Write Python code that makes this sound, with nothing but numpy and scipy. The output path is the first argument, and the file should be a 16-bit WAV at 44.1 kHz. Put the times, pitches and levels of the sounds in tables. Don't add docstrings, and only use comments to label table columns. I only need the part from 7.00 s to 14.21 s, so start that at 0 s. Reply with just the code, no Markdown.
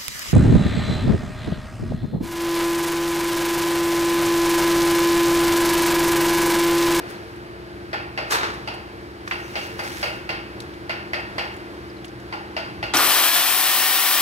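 import sys
import numpy as np
from scipy import signal
from scipy.fft import rfft, irfft, next_fast_len
from scipy.io import wavfile
from scipy.ndimage import map_coordinates

SR = 44100
rng = np.random.default_rng(int(sys.argv[2]) if len(sys.argv) > 2 else 0)


def wav_out(sig):
    wavfile.write(sys.argv[1], SR, np.round(np.clip(np.atleast_2d(sig).T, -1, 1) * 32767).astype(np.int16))


def level_to_linear(level):
    exponent = np.asarray(level, float) / 20
    return 10 ** exponent


N = 317961
SWITCH_ON_S = 5.9365
YARD_LAG = 14.12
# pitch_hz, likeness (1 = the same)
YARD_LIKENESS = [(60, .91), (300, .86), (1000, .7), (3000, .62), (8000, .3)]


def unit(x):
    return x / np.sqrt(np.mean(x ** 2) + 1e-20)


def along(points, hz):
    f, v = np.transpose(points)
    return np.interp(np.log(hz + 1), np.log(f + 1), v)


def curves(rows):
    s, *cols = np.transpose(rows)
    return [np.interp(np.arange(N) / SR, s, c) for c in cols]


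def wobble(rate):
    at = np.arange(0, N + 32, 32)
    knots = rng.standard_normal(int(N * rate / SR) + 5)
    return np.interp(np.arange(N), at, map_coordinates(knots, [at * rate / SR]))


def filtered(x, response):
    n = x.shape[-1]
    m = next_fast_len(n + 8192)
    return irfft(rfft(x, m) * response(np.fft.rfftfreq(m, 1 / SR)), m)[..., :n]


def ports(lag, balance=((100, 0), (1000, 0))):
    side = np.array([[.5], [-.5]])
    return lambda hz: level_to_linear(side * along(balance, hz)) * np.exp(-2j * np.pi * hz * side * lag / SR)


def rush(spectrum, alike, heard, count=N):
    m = next_fast_len(count)
    hz = np.fft.rfftfreq(m, 1 / SR)
    turn = np.arccos(np.clip(along(alike, hz), -1, 1)) / 2
    coloured = rfft(rng.standard_normal((2, m))) * level_to_linear(along(spectrum, hz))
    mid, side = coloured * [np.cos(turn), np.sin(turn)]
    return unit(irfft(heard(hz) * [mid + side, mid - side], m)[:, :count])


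def yard_noise(spectrum, count=N):
    return rush(spectrum, YARD_LIKENESS, ports(YARD_LAG), count)


def add(track, s, sound):
    part = track[:, round(s * SR):][:, :sound.shape[1]]
    part += sound[:, :part.shape[1]]


def strokes(rows):
    t = np.arange(0, N + 16, 16) / SR
    power = 0
    for s, hold, db, rise, fall in rows:
        before, after = np.maximum(s - t, 0), np.maximum(t - s - hold, 0)
        power = power + level_to_linear(db - rise * before - fall * after) ** 2
    return np.interp(np.arange(N) / SR, t, np.sqrt(power))


def yard():
    # pitch_hz, start_level_db, end_level_db
    pump = [(62, -56, -56), (123.5, -55, -56), (199.5, -55, -52), (280, -62, -60), (302, -60, -52),
            (326.3, -53, -48), (349.9, -46, -47.5), (373.5, -59, -59), (443, -57, -58)]
    # pitch_hz, density_db (per Hz)
    rumble_colour = [(15, -56), (25, -33), (45, -7), (65, 7), (123, 5), (167, 0.5), (200, -2), (260, -38),
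                     (340, -16), (570, -120)]
    air_colour = [(120, -16), (200, -15), (350, -7), (500, -12), (750, -13.5), (1100, -15.5), (1600, -13.5),
                  (2500, -22), (3500, -27.5), (4700, -27), (6000, -37.5), (8500, -40.5), (11000, -40.5),
                  (15800, -49)]
    # start_s, hold_s, level_db, rise_db_per_s, fall_db_per_s
    traffic = [
        (.22, .05, -55, 20, 45),
        (.69, .3, -54, 33, 20),
        (1.4, .05, -51, 40, 29),
        (3.02, 0.088, -49, 12, 12),
        (4.0, .35, -48.5, 12, 27),
        (4.84, .01, -52, 230, 140),
        (5.81, .02, -41, 60, 120),
    ]
    air_swells = [
        (.01, 0.11, -43.5, 50, 42),
        (1.4, .02, -39.5, 70, 34),
        (2.5, .6, -46, 30, 12),
        (4.38, 0.072, -45, 29.8, 30),
        (5.65, 0.028, -48, 40, 52),
    ]
    rumble_db, air_db = -49.5, -44.5
    t = np.arange(N) / SR
    hum = np.zeros(N)
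    for hz, start_db, end_db in pump:
        level = level_to_linear(np.linspace(start_db, end_db, N) + 4 + 1.0 * wobble(3))
        hum += level * np.sin(2 * np.pi * (hz * t + .04 * wobble(3)))
    rumble_gain = np.hypot(level_to_linear(rumble_db), strokes(traffic)) * level_to_linear(0.28 * wobble(4.5))
    rumble = rumble_gain * yard_noise(rumble_colour)
    air_gain = np.hypot(level_to_linear(air_db), strokes(air_swells)) * level_to_linear(2 + .5 * wobble(8))
    air = air_gain * yard_noise(air_colour)
    leaning_left = level_to_linear([[.4], [-.4]])
    return leaning_left * (rumble + filtered(hum, ports(YARD_LAG))) + air


def scuffs():
    # pitch_hz, density_db (per Hz)
    chip_colour = [(180, -35), (300, -13), (425, -0.5), (546, -9), (885, -0.5), (1560, 1), (1690, 1.5),
                   (1840, -3), (3400, -11.5), (3830, -7), (4520, -10), (11900, -22.5), (16000, -28)]
    cloth_colour = [(880, -42), (1500, 0), (2230, -4), (2770, -9), (5380, -9.5), (7320, -16), (10800, -17),
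                    (16000, -23)]
    # start_s, hold_s, level_db, rise_db_per_s, fall_db_per_s
    footstep = [
        (1.309, .01, -26, 3000, 300),
        (1.325, .023, -22, 900, 135),
        (1.436, .005, -25.5, 250, 150),
        (1.4, .1, -40, 900, 60),
    ]
    handling = [
        (.102, .005, -49, 400, 185),
        (.03, 0.29, -62, 300, 90),
        (2.27, 0.21, -52.5, 900, 90),
        (2.592, 0.045, -45, 110, 80),
        (2.794, .003, -42.5, 900, 400),
        (2.84, .17, -41.5, 500, 90),
        (3.028, 0.018, -48, 700, 148.4),
    ]
    bright_db, dulls_db_per_s, dullest_db = -5, 137, -25
    since_heel = np.arange(N) / SR - footstep[0][0]
    crackle_db = np.clip(bright_db - dulls_db_per_s * since_heel, dullest_db, bright_db)
    chips = yard_noise(chip_colour) * level_to_linear(1.1 * wobble(300))
    sliding = filtered(chips, lambda hz: 1 / (1 + (hz / 5000) ** 4))
    foot = strokes(footstep) * (unit(sliding) + level_to_linear(crackle_db) * unit(chips - sliding))
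    cloth = yard_noise(cloth_colour) * level_to_linear(2.5 * wobble(700) + .7 * wobble(40))
    return foot + cloth * level_to_linear(2.5) * strokes(handling)


def ticks():
    # start_s, peak_db, centre_hz, left_minus_right_db, t60_s (time to fall 60 dB)
    clicks = [(.1, -52, 9000, 0, .1), (.36, -60, 9000, 0, .05), (1.54, -56, 9000, 3, .04),
              (1.74, -54, 9000, 0, .06), (2.276, -32, 1700, -2, .04), (2.278, -44, 5200, -2, .04),
              (2.3105, -23, 1620, 0, .06), (2.3, -55, 13000, 0, .04), (3.603, -41, 8000, 3, .02),
              (3.603, -35, 3800, 3, .02), (3.62, -52, 5000, 0, .04), (3.737, -51, 3200, 0, .04),
              (4.2, -59, 8000, 0, .06), (4.54, -57, 6500, 0, .04), (4.565, -54, 8000, 0, .04),
              (5.045, -38, 2600, 0, .03), (5.046, -52, 8000, 0, .025), (5.053, -52, 8000, 0, .04),
              (5.08, -52, 5000, 0, .05), (5.2, -56, 6500, 0, .04)]
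    out, t = np.zeros((2, N)), np.arange(SR // 12) / SR
    for s, db, hz, pan_db, t60 in clicks:
        colour = [(hz * .1, -60), (hz * .3, -28), (hz * .7, -7), (hz, 0),
                  (hz * 1.4, -8), (hz * 3.5, -30), (hz * 9, -60)]
        click = rush(colour, YARD_LIKENESS, ports(YARD_LAG, [(100, pan_db)]), count=len(t))
        fade = level_to_linear(-60 * t / t60) + .1 * level_to_linear(-60 * t / .2)
        add(out, s, level_to_linear(db + 4) * click * np.minimum(t / .0006, 1) * fade)
    return out


def whistles():
    # start_s, length_s, start_hz, end_hz, level_db
    bird = [
        (.155, .02, 4600, 3700, -49),
        (4.893, .02, 5600, 4200, -49),
        (4.965, .012, 4500, 3800, -47),
        (4.98, .02, 3800, 4200, -55),
    ]
    vehicle = [
        (0.201, 0.805, 700, 615, -54),
    ]
    # start_s, length_s, pitch_hz, level_db
    steel = [
        (2.39, .14, 5900, -58),
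        (2.4, .09, 6400, -60),
        (2.525, .04, 5900, -54),
        (2.58, .1, 5900, -57),
        (2.59, .08, 6400, -56),
    ]
    glides = bird + vehicle + [(s, length, hz, hz, db) for s, length, hz, db in steel]
    out = np.zeros((2, N))
    for s, length, start_hz, end_hz, db in glides:
        hz = np.linspace(start_hz, end_hz, round(length * SR))
        tone = np.hanning(len(hz)) * np.sin(2 * np.pi * np.cumsum(hz) / SR)
        add(out, s, level_to_linear(db) * tone * level_to_linear([[2.5], [-2.5]]))
    return out


def mallet():
    # start_s, chisel_db, log_db over the chisel, handle_db over the chisel
    taps = [(0.9307, -24.5, -9, 3.5), (1.1757, -22, -7.5, 1.5), (1.675, -24.5, -12, -3.5),
            (2.3205, -25.5, -15, 1.5), (2.5551, -20.5, -11.5, -3.5), (2.7924, -26.5, -8, 2),
            (3.0289, -19, -11, -2), (3.2917, -21, -12, -2), (3.895, -22, -13, 1), (4.1333, -21, -10.5, 1.5),
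            (4.3817, -19.5, -11, -0.5), (5.3252, -28.5, -13, 0.5), (5.5662, -22.5, -9.5, -2),
            (5.828, -22, -11, -3)]
    # pitch_hz, width_hz, level_db
    chisel = [(490, 40, -6), (610, 60, -1), (812, 65, 1), (1425, 80, -3), (1830, 90, -6), (2180, 100, -5),
              (2550, 120, -6), (2760, 150, -2), (3230, 100, -9), (4300, 150, -10), (4700, 220, -4)]
    # pitch_hz, density_db (per Hz)
    blow_colour = [(300, -8), (500, -2.5), (1000, 1), (3000, -11.5), (5200, -9.5), (6500, -19.5),
                   (10000, -23.5), (16000, -28)]
    # pitch_hz, t60_s
    walls = [(400, 0.49), (1000, 0.69), (2800, 0.58), (7000, 0.36), (14000, 0.43)]
    # pitch_hz, level_db, t60_s
    straight = [(645, -4.5, 0.2), (2040, -5, 0.067), (2770, -15, 0.018)]
    bench_db, steel_db = -31, -4.5
    out, t = np.zeros((2, N)), np.arange(SR * 3 // 5) / SR
    for s, db, log_db, handle_db in taps:
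        detune = 1 + [.008, 0, 0] * rng.standard_normal((len(chisel), 3))
        modes = chisel * detune + [0, 0, 1.5] * rng.standard_normal((len(chisel), 3))
        tilt = [(600, log_db + 2.5), (830, bench_db - db), (1800, handle_db), (2800, 0), (4700, steel_db)]

        def body(f):
            power = sum(abs(level_to_linear(g) * f * w / (c * c - f * f + 1j * f * w)) ** 2 for c, w, g in modes)
            return (.11 + np.sqrt(power)) * level_to_linear(along(tilt, f))

        noise = filtered(yard_noise(blow_colour, len(t)), body)
        bands_hz, when, z = signal.stft(noise, SR, nperseg=256)
        fading = z * level_to_linear(-60 * when / along(walls, bands_hz)[:, None])
        tail = signal.istft(fading, SR, nperseg=256)[1][:, :len(t)]
        early = level_to_linear(-60 * t / 0.0092) + 0.47 * level_to_linear(-60 * abs(t - .013) / 0.015)
        first = np.zeros(len(t))
        for hz, level, t60 in straight:
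            first += level_to_linear(level + along(tilt, hz) - 60 * t / t60) * np.sin(2 * np.pi * hz * t)
        echo = level_to_linear(db + 5.0) * tail * (1 + early) * np.minimum(t * 2600, 1)
        add(out, s, echo + level_to_linear(db) * filtered(first, ports(YARD_LAG)))
    return out


def saw():
    # turns_multiple (of shaft speed), level_db, unsteadiness_db
    gear_tones = [(1.65, -43, 1.5), (2, -47, 2), (2.5, -45, 2), (3.3, -45, 2), (4, -37, 1.0),
                  (8, -40.5, 1.5), (10, -49, 2), (12, -47, 2), (34, -37.5, 1.8), (38, -41, 2)]
    # pitch_hz, density_db (per Hz)
    growl_colour = [(120, -40), (210, -17), (340, -2), (520, -10), (800, -4), (1000, -4), (1200, 1),
                    (1430, 0), (1700, -8), (2500, -15), (4000, -40)]
    rattle_colour = [(350, -24.5), (600, -9), (999, -4), (1440, -4.5), (1630, -5.5), (1790, -1.5),
                     (2130, -3), (2900, -.5), (3710, -2), (5720, -5.5), (6870, -10.5), (8000, -9.5),
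                     (10400, -14.5), (17600, -120)]
    fan_colour = [(3240, -47), (5500, 1), (7000, -14), (8520, 2), (10100, 3.5), (12200, 9), (14400, 6),
                  (15200, 10.5), (16000, -18)]
    # pitch_hz, left_minus_right_db
    balance = [(60, 2), (110, 8), (200, 3), (380, 0), (700, 3), (1290, 0), (2380, 2), (4400, -1.5),
               (8120, 9.5), (15000, 7)]
    # pitch_hz, likeness
    likeness = [(100, 0.25), (300, 0.87), (1500, 0.82), (4000, 0.91), (8000, 0.22), (15000, 0.25)]
    # start_s, peak_db, ring_hz
    jolts = [(5.937, -26, 1410), (5.948, -19.5, 321), (5.944, -20, 3770), (5.956, -15, 1390),
             (5.97, -9, 5950), (5.969, -14, 5240), (5.972, -18, 1210), (5.984, -20, 1000),
             (6.004, -19, 1270), (6.01, -19, 980), (6.046, -20, 1230)]
    # time_s, missing_turns_per_s
    spin_up = [
        (5.94, 343),
        (6.13, 96),
        (6.3, 46.5),
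        (6.5, 17.3),
        (6.7, 4.8),
        (6.8, 2.3),
        (7.21, .2),
    ]
    # time_s, level_db
    saw_level = [
        (5.94, -19),
        (5.978, -20.5),
        (6.07, -19),
        (6.286, -19.5),
        (6.314, -23.5),
        (6.356, -19),
        (6.424, -21.5),
        (7.21, -21.5),
    ]
    full_speed = 463
    growl_over_db, kick_db = -11, 11.5
    kick_s, kick_hold_s, kick_rise_s, kick_fall_s = 0.044, 0.034, 0.063, .09
    fan_over_db, fan_lag_db = 1.3, -5
    puff_db, puff_s = -25, 0.011
    strain_max_db = 20
    mesh_s = .04
    on = round(SWITCH_ON_S * SR)
    running = np.arange(N - on) / SR
    heard = ports(-2.1, balance)

    def shake(rate):
        return wobble(rate)[on:]

    def noise(colour):
        return rush(colour, likeness, heard, count=N - on)

    log_gap = curves([(s, np.log(gap)) for s, gap in spin_up])[0][on:]
    speed = full_speed - np.exp(log_gap)
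    turns = np.cumsum(speed) / SR
    slowness = 1 - speed / full_speed

    rattle_db = curves(saw_level)[0][on:]
    kick_rise = (kick_s - running) / kick_rise_s
    kick_fall = np.maximum(running - kick_s - kick_hold_s, 0) / kick_fall_s
    kick = np.exp(-np.maximum(kick_rise, kick_fall))
    growl_db = rattle_db + growl_over_db + kick_db * kick
    fan_db = rattle_db + fan_over_db + fan_lag_db * slowness + puff_db * np.exp(-running / puff_s)

    strain_db = strain_max_db * slowness
    tones = np.zeros(N - on)
    for k, db, shake_db in gear_tones:
        bite_db = strain_db * min(k / 8, 1) ** 3 * (1 - (k / 18) ** 2)
        level = level_to_linear(db + 1 + bite_db + (shake_db + .25 * strain_db) * shake(18))
        tones += level * np.sin(2 * np.pi * (k * turns + .035 * shake(30)))

    links = 1 + 0.25 * np.cos(2 * np.pi * gear_tones[0][0] * turns)
    growl = level_to_linear(growl_db + (.8 + 1.2 * kick) * shake(60)) * noise(growl_colour)
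    rattle = level_to_linear(rattle_db + .4 * shake(50)) * links * noise(rattle_colour)
    fan = level_to_linear(fan_db + .3 * shake(25)) * noise(fan_colour)

    casing_db = np.linspace(1.5, .4, 300) * rng.standard_normal(300)
    body = filtered(growl + rattle + fan, lambda hz: level_to_linear(np.interp(hz / 60, np.arange(300), casing_db)))
    meshed = tones * (1 - np.exp(-running / mesh_s))
    motor = body + np.sqrt(2) * filtered(meshed, heard)

    out, t = np.zeros((2, N)), np.arange(SR // 20) / SR
    add(out, SWITCH_ON_S, motor * np.minimum(running / .0015, 1))
    for s, db, hz in jolts:
        ring = level_to_linear(db - 60 * t / (0.02 + 25 / hz)) * np.sin(2 * np.pi * hz * t)
        add(out, s, filtered(ring, heard))
    return out


def scene():
    yard_db, duck_db, duck_s = 2.5, -16.5, 0.23
    running = np.maximum(np.arange(N) / SR - SWITCH_ON_S, 0)
    gain_db = yard_db + duck_db * (1 - np.exp(-(running / duck_s) ** 2))
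    return level_to_linear(gain_db) * (yard() + scuffs() + ticks() + whistles() + mallet()) + saw()


def band_limit(x):
    return signal.sosfilt(signal.butter(12, 17070, fs=SR, output="sos"), x)


def record(dry):
    peak, top_hz, bass_hz = .95, 15780, 36

    def band(hz):
        return 1 / (1 + (hz / top_hz) ** 600) * hz ** 4 / (hz ** 4 + bass_hz ** 4)

    limited = peak * np.tanh(dry / peak)
    return band_limit(filtered(limited, band))


dry = scene()
out = record(dry)
wav_out(out)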